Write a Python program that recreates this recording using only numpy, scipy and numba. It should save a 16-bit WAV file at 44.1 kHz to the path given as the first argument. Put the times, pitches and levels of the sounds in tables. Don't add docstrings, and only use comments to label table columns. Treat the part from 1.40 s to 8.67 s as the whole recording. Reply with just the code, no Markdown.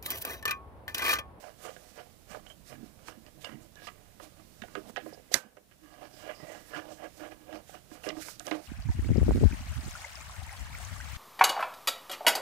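import sys
import numpy as np
from scipy import signal
from scipy.fft import rfft, irfft
from scipy.io import wavfile
from scipy.ndimage import uniform_filter1d
from numba import njit

SR = 44100
rng = np.random.default_rng(int(sys.argv[2]) if len(sys.argv) > 2 else 0)


def master(y):
    cut = np.clip(np.atleast_2d(y).T, -1, 1)
    pcm = np.round(cut * 32767)
    wavfile.write(sys.argv[1], SR, pcm.astype(np.int16))


def invert_db(level):
    return 10 ** (np.asarray(level, dtype=float) / 20)


N = 320607
T = np.arange(N) / SR

# peak pressure t/s, box level/dB, rise/s, fall/s, blade scrape level/dB re box
STROKES = [(0.079, -48, 0.19, 0.069, -6), (0.268, -41, 0.07, 0.088, -5), (.42, -60, 0.087, 0.38, -8),
           (0.596, -44.5, 0.052, 0.051, -6.5), (.66, -60, 0.082, 0.23, -11),
           (0.918, -50, 0.043, 0.089, 0.5), (.96, -44.5, 0.031, 0.04, -22), (1.11, -57, 0.11, 0.04, -4),
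           (1.331, -50, 0.059, 0.051, -0.5), (1.45, -61, 0.13, 0.12, -4.5), (1.59, -61.5, 0.021, .3, -8),
           (1.69, -51.5, 0.05, 0.095, -1.5), (1.88, -57, 0.064, 0.037, -2),
           (1.98, -58.5, 0.028, 0.095, -10), (2.049, -49.5, 0.021, 0.15, -1), (2.24, -62, 0.16, 0.088, -7),
           (2.37, -63, 0.047, 0.62, 0), (2.44, -56, 0.045, 0.052, 0), (2.486, -51, 0.021, 0.031, 4.5),
           (2.83, -56.5, 0.034, 0.12, -4), (3.0, -61, 0.082, 0.062, -3), (3.33, -70, 0.22, 0.33, 5),
           (3.49, -53, 0.32, .02, -22), (3.68, -67, 0.065, 0.4, 4), (3.93, -62, 0.031, 0.11, 5),
           (3.989, -42, 0.062, 0.15, -5.5), (4.329, -61.5, 0.035, 0.023, 7), (4.45, -66, 0.067, 0.23, 5.5),
           (4.54, -57, 0.14, 0.2, -2.5), (4.634, -47, 0.051, 0.077, -4.5), (4.904, -43.5, 0.14, 0.064, -1),
           (5.159, -47, 0.3, 0.095, -5.5), (5.375, -38, 0.07, 0.051, -3), (5.52, -47.5, 0.27, 0.054, -10.5),
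           (5.646, -44, 0.078, 0.069, -4.5), (5.8, -55.5, 0.045, 0.11, -4), (5.85, -47, 0.1, 0.082, -3),
           (5.919, -46.5, 0.022, 0.029, -1.5), (6.09, -58, 0.3, 0.053, -5),
           (6.153, -41.5, 0.087, 0.069, -8.5), (6.349, -50, 0.028, 0.058, -0.5),
           (6.54, -54, 0.058, 0.21, -4.5), (6.67, -42.5, 0.037, 0.09, -3.5),
           (6.707, -53, 0.026, 0.0031, 19), (6.79, -46, 0.089, 0.083, -14),
           (6.89, -50.5, 0.054, 0.031, -16), (7.079, -40.5, 0.02, 0.048, -3),
           (7.125, -39, 0.0088, 0.044, -0.5), (7.155, -38.5, .03, 0.068, -23),
           (7.196, -45.5, 0.11, 0.065, -18)]
# peak t/s, level/dB, rise/s, fall/s
BROAD_HISSES = [(.02, -57, 0.11, 0.16), (0.235, -52.5, 0.064, 0.18), (.4, -63.5, 0.3, 0.76),
                (.58, -60.5, 0.42, 0.035), (0.912, -52, 0.033, 0.088), (1.11, -62.5, 0.13, 0.047),
                (1.292, -51.5, 0.046, 0.087), (1.45, -64.5, 0.055, 0.19), (1.685, -50, 0.058, 0.044),
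                (2.02, -54.5, 0.022, 0.15), (2.24, -63, 0.074, 0.049), (2.46, -54, 0.1, 0.083),
                (2.83, -53, 0.041, 0.084), (3.33, -63, 0.83, 0.61), (3.507, -53.5, 0.065, 0.0046),
                (3.68, -57.5, 0.073, 0.16), (3.922, -40.5, 0.009, 0.054), (3.94, -38.5, 0.017, 0.02),
                (4.331, -70.5, .1, .05), (4.42, -65, 0.033, 0.26), (4.791, -56.5, 0.13, 0.18),
                (5.1, -57, 0.39, 0.38), (5.3, -58, 0.065, 0.19), (5.52, -55, 0.046, 0.1),
                (5.8, -56.5, 0.17, 0.2), (6.3, -55.5, 0.077, 0.15), (6.54, -58, 0.07, 0.11),
                (6.66, -49.5, 0.046, 0.071), (6.825, -44.5, 0.065, 0.13), (6.9, -46, 0.12, 0.074),
                (7.08, -52, 0.18, 0.09), (7.27, -51, 0.1, .1)]
# peak pressure t/s, level/dB, rise/s, fall/s
PRESSES = [(.98, -60.5, 0.067, 0.24), (1.24, -65, 0.077, 0.043), (1.39, -49.5, 0.17, 0.16),
           (1.69, -55, 0.034, 0.069), (1.82, -56.5, 0.2, 0.047), (1.98, -56, 0.034, .05),
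           (2.15, -45, 0.068, 0.12), (2.45, -58.5, 0.14, 0.035), (2.57, -60, 0.037, 0.069),
           (2.83, -59, 0.012, 0.1), (3.0, -59.5, 0.044, 0.15), (3.42, -56.5, 0.28, 0.11),
           (3.505, -52, 0.11, 0.011), (3.67, -49.5, 0.21, 0.1), (4.07, -45, 0.037, 0.027),
           (4.449, -53, 0.034, 0.038), (6.73, -45.5, 0.034, 0.055), (6.79, -49, .025, 0.07),
           (7.19, -45, 0.18, 0.016), (7.27, -54, 0.09, 0.092)]
# f/Hz, width/Hz, relative level/dB
BOX_MODES = [(147, 49, -1.5), (220.5, 36, 1.5), (310.2, 15.4, 5), (394.5, 42, -15), (511.3, 70, 2),
             (600.4, 67, 7), (711.7, 19, 2.5), (785, 100, -19), (1025, 87, -2.5), (1230, 150, 3.5),
             (1492, 273, 5), (1660, 87, 4.5), (1930, 220, 1), (2257, 330, -3), (2727, 320, -1.5),
             (2852, 49, -4), (3004, 130, -7.5), (3600, 230, -47), (4300, 1300, -33), (5980, 800, -18)]
# t/s, length/s, f/Hz, width/Hz, rms level before thinning/dB
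SQUEAKS = [(1.068, 0.024, 3040, 130, -52), (1.1, 0.049, 3120, 120, -51.5), (2.049, 0.037, 2880, 150, -43),
           (6.636, 0.018, 2750, 300, -42), (3.733, 0.025, 4980, 600, -52), (4.73, 0.19, 5000, 500, -62),
           (4.948, 0.15, 5000, 450, -59), (4.989, 0.4, 1930, 110, -58)]
# t/s, thud peak level/dB, thud centre f/Hz, ring centre f/Hz, ring level/dB re thud
TAPS = [(0.364, -41.5, 476, 1630, -0.5), (0.905, -44, 185, 1180, 0), (0.947, -36.5, 694, 1230, 2),
        (1.064, -48, 660, 1540, 6), (1.102, -52.5, 615, 1560, 9), (1.336, -44, 216, 1570, -19),
        (1.424, -36.5, 212, 1360, -29), (1.683, -47, 287, 1210, 15.5), (1.771, -44, 222, 1660, -48),
        (1.864, -51.5, 296, 2320, 9.5), (2.043, -48, 657, 1300, 14.5), (2.046, -44, 686, 2960, 13),
        (2.091, -42.5, 270, 1100, 7), (2.127, -37.5, 253, 1050, -35), (2.356, -51.5, 603, 4300, 6.5),
        (2.419, -44, 600, 1610, 1), (2.47, -47, 730, 1200, 17), (2.474, -44.5, 712, 2850, 7.5),
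        (2.799, -41.5, 510, 1100, 5), (3.219, -39.5, 195, 1770, 8.5), (3.235, -37.5, 710, 1640, -1),
        (3.283, -52.5, 237, 1090, 13), (3.352, -31.5, 453, 1470, 3), (3.371, -31.5, 336.6, 1160, -8.5),
        (3.561, -39.5, 720, 1570, 11), (3.568, -25.5, 600, 1760, -3.5), (3.661, -34, 437, 1040, -10),
        (3.743, -46, 586, 4800, -8), (4.169, -35, 508, 1390, -1), (4.312, -54.5, 707, 1590, 13),
        (4.615, -42.5, 605, 1040, 2.5), (4.738, -48, 320, 4900, -7), (4.999, -44.5, 260, 900, 1),
        (5.027, -40, 148, 1360, -23), (6.09, -38, 604, 1650, -18), (6.127, -38.5, 634, 1760, -1),
        (6.514, -39, 220, 1290, -7.5), (6.638, -39.5, 764, 1600, 1), (6.665, -28, 420, 1650, -6.5),
        (6.68, -32, 312, 1200, -20), (6.689, -35.5, 643, 2900, 5.5), (6.767, -34, 320, 1190, -4),
        (6.884, -44.5, 536, 1120, 10), (6.996, -49, 644, 5650, 14), (7.003, -41.5, 670, 1570, 3),
        (7.068, -44, 704, 6400, 6.5), (7.08, -44, 800, 1600, 11.5), (7.1115, -27.5, 810, 2120, -2),
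        (7.114, -23, 320, 1230, -2.5)]
HELD_TAPS = [(3.496, -39, 483, 1010, 0), (3.725, -38.5, 470, 4420, -27), (3.774, -41.5, 507, 2100, -14),
             (3.797, -44, 506, 1740, -14), (3.914, -30, 566, 5140, -26), (6.294, -38, 662, 1310, -5.5)]
# f/Hz, relative level/dB, t60/s
BLADE_MODES = [(320, -24, 0.079), (550, -22, 0.18), (1205, -29, 0.087), (1510, -31, 0.39),
               (1550, -15, 0.22), (1740, -29, 0.2), (1650, -5.5, 0.019), (1990, 2, 0.017), (2900, -12, .03),
               (3566, -6.5, 0.011), (4110, -1.5, 0.026), (4780, 2.5, 0.0097), (5730, 0, 0.013),
               (6380, 3.5, 0.0051), (7020, -22.5, .012), (8750, -10, 0.0055), (10160, -8.5, 0.0044),
               (11080, -3, 0.0027), (13500, -11.5, 0.0075), (14450, -22, .006)]
# f/Hz, relative level per Hz/dB
MURMUR = [(15, -35), (30, 7), (120, 5), (220, 3), (430, -2.5), (620, -2), (850, -9), (1300, -13),
          (5000, -15), (15500, -17)]
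# t/s, level/dB
RUMBLE = [(0, -81), (.8, -63), (1.3, -61), (2.4, -64), (3.4, -62), (4.2, -88), (5, -73), (6.2, -69),
          (6.7, -62.5), (7.27, -67)]
# f/Hz, relative level/dB
HISS = [(25, 2.2), (200, 16), (1000, 5.1), (4000, 3.17), (15500, 4.4)]

WALL_TOP_HZ, BOX_TOP_HZ = 420, 950
SWELL_DB = 20
ROUNDING = 1.24
SKIN_DB = -14.5
LEANS_S = 4.4
WALL_LIGHT_DB, WALL_LEANING_DB = -16, -4
PINNED_BELOW_HZ, PINNED_DB = 260, -9
TAP_T60_S, T60_PER_DB, T60_PITCH_POWER = 0.06, 0.08, -.15
HELD_T60_SHARE = 0.29
TICK_DB, TICK_DB_PER_OCTAVE, TICK_DB_PER_DB, TICK_DECAY_S = -10, 10, .35, 0.0012
SNAP_S, SNAP_DB = 3.9413, 4
BUILD_CYCLES = 2.54
ROOM_T60_S, ROOM_DB = 0.16, -14.5
MURMUR_DB, HISS_DB = -59, -66.5
MUFFLE_HZ, MUFFLE_DB = 300, -26.5
JOLT_DB = 11.5
TOP_HZ, CEILING = 15250, 1.05


def level(x, db):
    return x * invert_db(db) / np.sqrt(np.mean(x ** 2))


def shape(x, points):
    hz, db = np.transpose(points)
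    f = np.maximum(np.arange(len(x) // 2 + 1) * SR / len(x), 1)
    return irfft(rfft(x) * invert_db(np.interp(np.log(f), np.log(hz), db)), len(x))


def band(x, lo_hz, hi_hz):
    return signal.sosfilt(signal.butter(3, [lo_hz, hi_hz], "band", fs=SR, output="sos"), x)


def resonate(x, hz, width_hz):
    return signal.lfilter(*signal.iirpeak(hz, hz / width_hz, SR), x)


def walk(rate_hz):
    k = int(SR / rate_hz)
    return 1.59 * uniform_filter1d(np.repeat(rng.standard_normal(N // k + 1), k), k)[:N]


def add(track, s, sound):
    i = int(s * SR)
    track[i:i + len(sound)] += sound[:N - i]


def swells(s, db, rise_s, fall_s):
    coarse_t = T[::SR // 1000, None]
    late = coarse_t - s
    times = np.where(late < 0, -late / np.maximum(rise_s, .002), late / np.maximum(fall_s, .002))
    swell_db = db - SWELL_DB * times ** ROUNDING
    return np.interp(T, coarse_t[:, 0], np.sqrt(np.sum(invert_db(swell_db) ** 2, axis=1)))


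def slip_noise():
    slip = rng.standard_normal(N) * invert_db(2 * walk(400) + .5 * walk(40))
    caught = rng.random(N) < 250 / SR
    return slip * (1 + 3.5 * caught)


def rubbing():
    s, db, rise_s, fall_s, blade_db = np.transpose(STROKES)
    box_gain = swells(s, db, rise_s, fall_s)
    scrape_gain = swells(s, db + blade_db, rise_s, fall_s)
    wall_db = np.where(T < LEANS_S, WALL_LIGHT_DB, WALL_LEANING_DB)
    wall_gain = np.hypot(swells(*np.transpose(PRESSES)), invert_db(wall_db) * box_gain)

    slip = slip_noise()
    groups = np.zeros((3, N))
    for hz, width_hz, mode_db in BOX_MODES:
        ring = resonate(resonate(slip, hz, width_hz), hz, 4 * width_hz) / np.sqrt(width_hz)
        pinned_db = PINNED_DB * (T > LEANS_S) * (hz < PINNED_BELOW_HZ)
        group = int(hz > WALL_TOP_HZ) + int(hz > BOX_TOP_HZ)
        groups[group] += invert_db(mode_db + 2.5 * walk(9) + pinned_db) * ring
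    wall, box, scrape = groups
    box = level(box, -2) + level(band(slip, 350, 880), -9)
    scrape = level(scrape, -2) + level(band(slip, 950, 3200), -6)
    scrape = band(band(scrape, 900, 3350), 800, 3500)
    return level(wall, 0) * wall_gain + level(box, 0) * box_gain + level(scrape, 0) * scrape_gain


def broad_hiss(colour):
    edges_hz = 1200 * 1.5 ** np.arange(8)
    patches = np.zeros(N)
    for lo, hi in zip(edges_hz, edges_hz[1:]):
        patches += band(rng.standard_normal(N), lo, min(hi, 18000)) * invert_db(1.5 * walk(16))
    return level(shape(patches * invert_db(1.2 * walk(60)), colour), 0)


def hisses():
    passing = broad_hiss([(1500, -3.5), (3500, -3.0), (5500, -1.0), (9000, -5), (15000, -9.5)])
    gripping = broad_hiss([(1500, -6.5), (5000, -0.5), (7000, -6.0), (15000, -15.5)])
    box_gain = swells(*np.transpose(STROKES)[:4])
    return passing * swells(*np.transpose(BROAD_HISSES)) + gripping * invert_db(SKIN_DB) * box_gain


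def tap(s, db, thud_hz, ring_hz, ring_db, t60_share):
    t = T[:SR // 5]
    hz, width_hz, mode_db = np.transpose(BOX_MODES)
    low = hz < BOX_TOP_HZ
    hardness_db = db + ring_db + 30
    t60 = t60_share * TAP_T60_S * np.exp(T60_PER_DB * (db + 40)) * (thud_hz / 500) ** T60_PITCH_POWER
    octaves_off = np.abs(np.log2(hz / np.where(low, thud_hz, ring_hz)))
    pinned_db = PINNED_DB * (s > LEANS_S) * (hz < PINNED_BELOW_HZ)
    gain_db = 0.11 * np.where(low, mode_db, 0) + pinned_db - 20.0 * octaves_off
    gain_db = gain_db + 2.5 * rng.standard_normal(len(hz))

    f, width = hz[:, None], width_hz[:, None]
    phase = 2 * np.pi * rng.random((len(hz), 1))
    modes = invert_db(gain_db)[:, None] * np.sin(2 * np.pi * f * t + phase) * np.exp(-(.8 * width + 25) * t)
    modes = modes * (1 - np.exp(-t * f * 0.23))
    thud, ring = modes[low].sum(axis=0), modes[~low].sum(axis=0)
    flicker = invert_db(2.26 * 8.1 * uniform_filter1d(rng.standard_normal(len(t)), 130))
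    fade = flicker * np.exp(-np.log(1000) * t / max(t60, .01))

    grit = band(rng.standard_normal(len(t)), .7 * ring_hz, min(2 * ring_hz, 13000))
    grit = level(grit, -9 + .3 * hardness_db)
    bright = ring / np.abs(ring).max() * fade + grit * (np.exp(-t / .0025) + invert_db(-6) * fade)
    tick_db = TICK_DB + TICK_DB_PER_OCTAVE * np.log2(ring_hz / 2000) + TICK_DB_PER_DB * hardness_db
    tick = level(band(rng.standard_normal(len(t)), 3000, 7500), tick_db)
    bright = bright + tick * np.exp(-t / TICK_DECAY_S)
    push = 1 - np.exp(-t / (0.00021 * invert_db(-ring_db)))
    thud = thud * push * fade
    return invert_db(db) * (thud / np.abs(thud).max() + invert_db(ring_db) * bright)


def taps():
    out = np.zeros(N)
    for table, t60_share in ((TAPS, 1), (HELD_TAPS, HELD_T60_SHARE)):
        for row in table:
            add(out, row[0], tap(*row, t60_share))
    return out


def snap():
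    out, t = np.zeros(N), T[:SR // 4]
    decay_t = np.maximum(t - .0022, 0)
    ring = np.zeros(len(t))
    for hz, db, t60_s in BLADE_MODES:
        tone = np.sin(2 * np.pi * (hz * t + rng.random()))
        build = np.minimum(t * hz / BUILD_CYCLES, 1)
        ring += invert_db(db) * tone * np.exp(-np.log(1000) * decay_t / t60_s) * build
    colour = [(100, -13), (300, -5), (1000, -4.5), (1700, -1.5), (2800, -10.5), (6000, -7.5), (15000, -17.5)]
    tail = shape(rng.standard_normal(len(t)), colour)
    tail = tail * np.exp(-t / 0.02) * np.minimum(t / 0.0018, 1)
    add(out, SNAP_S, invert_db(SNAP_DB) * (ring / np.abs(ring).max() + invert_db(-7.0) * tail))
    return out


def squeaks():
    out = np.zeros(N)
    for s, length_s, hz, width_hz, db in SQUEAKS:
        t = np.arange(int(length_s * SR) + SR // 10) / SR - .1
        noise = rng.standard_normal(len(t))
        tone = resonate(resonate(noise, hz, width_hz), hz, 2 * width_hz)[t >= 0]
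        add(out, s, level(tone, db) * np.maximum(1 - t[t >= 0] / length_s, 0))
    return out


def room(x):
    t = T[:SR // 3]
    echo = shape(rng.standard_normal(len(t)), [(100, 0.0), (1500, 1.5), (12000, -10.0)])
    echo = echo * np.exp(-np.log(1000) * t / ROOM_T60_S)
    return invert_db(ROOM_DB) * signal.fftconvolve(x, echo / np.sqrt(np.sum(echo ** 2)))[:N]


def muffle(x):
    return invert_db(MUFFLE_DB) * signal.lfilter(*signal.butter(1, MUFFLE_HZ, fs=SR), x)


def air():
    murmur = level(shape(rng.standard_normal(N), MURMUR), MURMUR_DB) * invert_db(0.21 * walk(5.2))
    rumble = level(band(rng.standard_normal(N), 13, 150), 0)
    return murmur + rumble * invert_db(np.interp(T, *np.transpose(RUMBLE)))


def port_hiss():
    return level(shape(rng.standard_normal(N), HISS), HISS_DB)


def scene():
    hits, crack = taps(), snap()
    work = rubbing() + hisses() + squeaks() + crack + hits + room(hits)
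    left = port_hiss() + invert_db(JOLT_DB) * muffle(crack)
    return np.array([left, work + air()])


@njit
def follow(x, attack, release):
    e, out = 0., np.empty(len(x))
    for i in range(len(x)):
        e += (abs(x[i]) - e) * (attack if abs(x[i]) > e else release)
        out[i] = e
    return out


def band_limit(x):
    return signal.sosfilt(signal.butter(12, 16330, fs=SR, output="sos"), x)


def record(dry):
    loud = dry[1] * invert_db(4.0)
    envelope = follow(loud, 1 / (0.005 * SR), 1 / (.30 * SR))
    duck = np.minimum(1, (invert_db(-27.0) / (envelope + 1e-9)) ** 0.65)
    right = CEILING * np.tanh(loud * duck / CEILING)
    left = dry[0] + muffle(loud)
    top_cut = signal.ellip(8, .2, 60, TOP_HZ, fs=SR, output="sos")
    mix = signal.sosfilt(top_cut, np.array([left, right]))
    return band_limit(mix)


dry = scene()
out = record(dry)
master(out)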